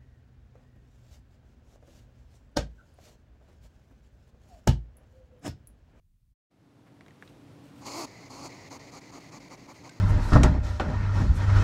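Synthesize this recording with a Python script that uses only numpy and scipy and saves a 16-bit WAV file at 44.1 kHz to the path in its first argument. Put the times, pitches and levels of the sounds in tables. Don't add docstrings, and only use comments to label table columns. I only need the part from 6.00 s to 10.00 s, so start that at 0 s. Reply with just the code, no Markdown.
import sys
import numpy as np
from scipy import signal
from scipy.fft import rfft, irfft
from scipy.io import wavfile

SR = 44100
rng = np.random.default_rng(int(sys.argv[2]) if len(sys.argv) > 2 else 0)


def waveform_to_disk(signal):
    frames = np.transpose(np.atleast_2d(signal))
    scaled = np.clip(frames, -1, 1) * 32767
    samples = np.round(scaled).astype(np.int16)
    wavfile.write(sys.argv[1], SR, samples)


N = 176400
T = np.arange(N) / SR

# frequency_hz, relative_db
RUMBLE_SPECTRUM = [(20, -4), (42, 4.5), (65, -2), (100, -5), (150, -13.5), (230, -22), (330, -34),
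                   (550, -42.5), (2000, -45.5), (15000, -46.5)]
MURMUR_SPECTRUM = [(22, -18), (38, -28.5), (55, -1), (66, -26), (71, -9), (80, -3), (150, 2), (210, -3),
                   (290, 0.5), (380, -7.5), (800, -14), (1600, -21), (4000, -28), (9000, -37), (15000, -44)]
# time_s, level_db
MURMUR_ENVELOPE = [(0.498, -100), (0.512, -66.5), (.66, -62), (.95, -57.5), (1.25, -54.5), (1.8, -51.5),
                   (2.6, -51.5), (4, -53.5)]
# pitch_hz, relative_db
HUM_TONES = [(53.8, -85.5), (118.4, -55), (285.3, -54.5)]

# frequency_hz, relative_db
SCUFF_SPECTRUM = [(400, 0), (800, 0), (1900, -5), (3000, -15), (8000, -30)]
RUSTLE_SPECTRUM = [(2500, 8), (4200, -1), (7600, -5), (8500, 2.5), (9400, -9), (13000, -7.5), (15300, -10)]
SCRAPE_SPECTRUM = [(1000, -6), (2000, -1), (4800, 3.5), (6300, -5), (7700, 2), (8500, -3), (9000, -20),
                   (11500, -12), (13000, -26), (15000, -34)]
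# start_s, end_s, level_db
RUSTLES = [(1.208, 1.34, -70), (1.63, 1.708, -69.5), (1.748, 1.83, -65), (3.183, 3.296, -73),
           (3.722, 3.794, -67.5)]
# pitch_hz, peak_db, t60_s
SCRAPE_MODES = [(1560, -51, 0.095), (2160, -51, 0.089)]

# start_s, ring_db, pitch_hz, snap_relative_db
TICKS = [(1.0089, -43, 1980, -12), (1.0631, -47, 1600, -10.5), (1.0824, -45.5, 2100, -12),
         (1.1076, -48, 1970, -12), (1.2245, -37, 1720, -13), (1.2765, -45.5, 3800, -14)]
# frequency_hz, relative_db
SNAP_SPECTRUM = [(400, -5), (1700, -12), (3800, 8), (5200, -11), (7000, -2), (10000, -27), (15000, -36)]
# pitch_ratio, relative_db
TAIL_SPECTRUM = [(.25, 3.5), (.7, -1), (1, 0), (1.3, -3.5), (2, -20), (6, -46)]

# start_s, end_s, level_db
SNIFFS = [(2.06, 2.287, -53.5), (2.485, 2.691, -52.5), (2.789, 2.908, -53.5), (3.006, 3.11, -54.5),
          (3.196, 3.305, -55), (3.397, 3.489, -54.5), (3.568, 3.67, -57), (3.74, 3.831, -56.5),
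          (3.902, 3.992, -57.5)]
# time_s, push_db, hiss_db, flutter_hz
LONG_HUFFS = [(1.80, -70, -77, 249.8), (1.822, -50.5, -59, 248.8), (1.848, -53, -55, 258.9),
              (1.867, -41, -42, 285.7), (1.902, -44, -46, 245.5), (1.958, -41, -43, 298.5),
              (1.994, -38, -41.5, 335.2), (2.052, -41.5, -43.5, 300.7), (2.068, -68, -76, 259),
              (2.089, -100, -100, 259.7), (2.268, -100, -100, 250.8), (2.305, -49.5, -52.5, 255),
              (2.415, -47.5, -52, 273.9), (2.462, -42, -45.5, 320), (2.48, -49, -50.5, 280.2),
              (2.494, -59, -84, 264.4)]
# start_s, end_s, push_db, hiss_db, swell_db
PUFFS = [(2.697, 2.782, -46.5, -51, -3.5), (2.909, 3, -49, -53, 2), (3.112, 3.197, -48.5, -54.5, 0),
         (3.308, 3.392, -49, -54.5, -1), (3.492, 3.562, -49, -54.5, 0), (3.673, 3.735, -49, -56.5, -4.5),
         (3.828, 3.895, -49, -56.5, -3.5)]
# frequency_hz, relative_db
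SNIFF_SPECTRUM = [(200, -9), (400, 6.5), (1050, 3.5), (1550, -14), (2000, 7.5), (2300, 3), (2700, -5),
                  (3300, -13.5), (4400, 0), (5500, -5.5), (6800, -3), (7700, -15), (10000, -25.5),
                  (15000, -28)]
FLUTTER_SPECTRUM = [(100, -11), (200, -0.5), (310, 0), (480, -6), (900, -2), (1200, -7), (1600, -30.5),
                    (3000, -64)]
RUSH_SPECTRUM = [(150, -16), (300, 7), (600, -0.5), (1000, 4.5), (1280, 0.5), (1600, -15), (2600, -32)]
PUFF_HISS_SPECTRUM = [(1820, -7), (3100, -13), (3450, -11), (4400, 7.5), (5350, 0), (6720, 6.5),
                      (8170, -12), (9100, -10), (11800, -29), (13200, -14), (15500, -47)]
HUFF_HISS_SPECTRUM = [(940, -44), (1600, -14), (2170, 3.5), (2910, -5.5), (3020, -8), (3230, -8),
                      (3660, -10), (4380, 6.5), (5610, -2.5), (6780, 4), (7740, -8), (11600, -18.5),
                      (15500, -30)]
JET_SPECTRUM = [(5000, -20), (8000, 10), (10000, 4), (13500, 6), (15500, -5)]


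def from_db(db):
    return 10 ** (np.asarray(db) / 20)


def filtered(source, spectrum):
    hz, db = np.transpose(spectrum)
    bins_hz = np.maximum(np.arange(N // 2 + 1) * SR / N, 1)
    bass_rolloff = np.minimum(bins_hz / hz[0], 1) ** 4
    response = from_db(np.interp(np.log(bins_hz), np.log(hz), db))
    return unit_rms(irfft(rfft(source) * bass_rolloff * response, N))


def unit_rms(x):
    return x / np.sqrt(np.mean(x ** 2) + 1e-20)


def noise(spectrum):
    return filtered(rng.standard_normal(N), spectrum)


def drift(rate_hz):
    return unit_rms(np.interp(T * rate_hz, np.arange(4000), rng.standard_normal(4000)))


def burst(start, end, attack_s, release_s, swell_db=0):
    edges = np.clip((T - start) / attack_s, 0, 1) * np.clip((end - T) / release_s, 0, 1)
    progress = np.clip((T - start) / (end - start), 0, 1)
    return np.sin(edges * np.pi / 2) * from_db(swell_db * (progress - .5))


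def room(rumble_db=-64.5, hum_gain_db=-3, waver=0.13):
    times, db = np.transpose(MURMUR_ENVELOPE)
    level = from_db(np.interp(T, times, db)) * (T > times[0])
    hum = sum(from_db(tone_db) * np.sin(2 * np.pi * hz * T + drift(5)) * (1 + waver * drift(9))
              for hz, tone_db in HUM_TONES)
    rumble = from_db(rumble_db) * burst(0, 0.3416, 0.004, 0.027) * noise(RUMBLE_SPECTRUM)
    murmur = level * noise(MURMUR_SPECTRUM)
    return rumble + murmur + level / level.max() * from_db(hum_gain_db) * hum


def blanket_scuff(start_s=.858, end_s=.895, level_db=-63):
    return from_db(level_db) * burst(start_s, end_s, .015, 0.021) * noise(SCUFF_SPECTRUM)


def quill_rustles(grain_db=3.5):
    motion = sum(from_db(db) * burst(start, end, 0.014, .03) for start, end, db in RUSTLES)
    grain = from_db(grain_db * drift(600))
    return motion * unit_rms(grain * noise(RUSTLE_SPECTRUM))


def quill_scrape(start_s=3.8925, end_s=3.902, scratch_db=-50.5):
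    age = np.maximum(T - start_s, 0)
    ring = sum(from_db(db - 60 * age / t60) * np.sin(2 * np.pi * hz * age) for hz, db, t60 in SCRAPE_MODES)
    scratch = from_db(scratch_db) * burst(start_s, end_s, 0.00066, 0.0066) * noise(SCRAPE_SPECTRUM)
    return ring + scratch


def ticks(ring_t60_s=.008, snap_decay_s=0.0014, tail_decay_s=0.0066, tail_db=-9.5):
    out, snap_noise = np.zeros(N), noise(SNAP_SPECTRUM)
    for start, ring_db, hz, snap_db in TICKS:
        age = np.maximum(T - start, 0)
        ring = np.sin(2 * np.pi * hz * age) * from_db(-60 * age / ring_t60_s)
        snap = snap_noise * from_db(snap_db) * np.exp(-age / snap_decay_s)
        tail_noise = noise([(hz * ratio, db) for ratio, db in TAIL_SPECTRUM])
        tail = tail_noise * from_db(tail_db) * np.exp(-age / tail_decay_s)
        out += from_db(ring_db) * (T > start) * (ring + snap + tail)
    return out


def sniffs(flicker_db=1.0):
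    flow = sum(from_db(db) * burst(start, end, 0.011, 0.004, swell_db=-1.5) for start, end, db in SNIFFS)
    return flow * from_db(flicker_db * drift(120)) * noise(SNIFF_SPECTRUM)


def nasal_resonance(centre_hz=2152, half_width_hz=295):
    radius = np.exp(-2 * np.pi * half_width_hz / SR)
    b, a = [1, 0, -1.1], [1, -2 * radius * np.cos(2 * np.pi * centre_hz / SR), radius ** 2]
    return unit_rms(signal.lfilter(b, a, signal.lfilter(b, a, rng.standard_normal(N))))


def airway_flutter(rate_hz, period_jitter=.09, spread_db=1.2):
    timing, strength = rng.standard_normal((2000, 2)).T
    flap_cycles = np.cumsum(1 + period_jitter * timing)
    onsets = np.searchsorted(np.cumsum(rate_hz) / SR, flap_cycles)
    impulses = np.zeros(N)
    impulses[onsets[onsets < N]] = from_db(spread_db * strength[onsets < N])
    return filtered(impulses, FLUTTER_SPECTRUM)


def huffs(puff_flutter_hz=271.2, hz_per_db=6, throb_depth=0.19, nose_db=-57, jet_exponent=2.2):
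    times, huff_push_db, huff_hiss_db, huff_hz = np.transpose(LONG_HUFFS)
    push = from_db(np.interp(T, times, huff_push_db, left=-120, right=-120))
    huff_hiss = from_db(np.interp(T, times, huff_hiss_db, left=-120, right=-120))
    puffing, puff_hiss = np.zeros(N), np.zeros(N)
    for start, end, push_db, hiss_db, swell_db in PUFFS:
        envelope = burst(start, end, 0.031, .022, swell_db)
        puffing += envelope
        push += from_db(push_db) * envelope
        puff_hiss += from_db(hiss_db) * envelope
    effort_db = np.maximum(20 * np.log10(push / from_db(-48)), -6)
    puff_hz = puff_flutter_hz + hz_per_db * effort_db
    pulses = airway_flutter(np.where(T < times[-1], np.interp(T, times, huff_hz), puff_hz))
    throb = unit_rms(np.maximum(1 + throb_depth * pulses, 0))
    body = push * (from_db(-2) * pulses + from_db(-3.5) * noise(RUSH_SPECTRUM))
    nose = from_db(nose_db) * puffing * nasal_resonance()
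    jet = from_db(-55.5) * (push / from_db(-39)) ** jet_exponent * noise(JET_SPECTRUM)
    hiss = puff_hiss * noise(PUFF_HISS_SPECTRUM) + huff_hiss * noise(HUFF_HISS_SPECTRUM)
    return body + throb * (nose + hiss + jet)


def scene():
    return (huffs() + sniffs() + ticks() + blanket_scuff() + quill_scrape() + quill_rustles() + room())[None]


def record(dry):
    return signal.sosfilt(signal.ellip(10, .1, 80, 15700, fs=SR, output="sos"), dry)


dry = scene()
out = record(dry)
waveform_to_disk(out)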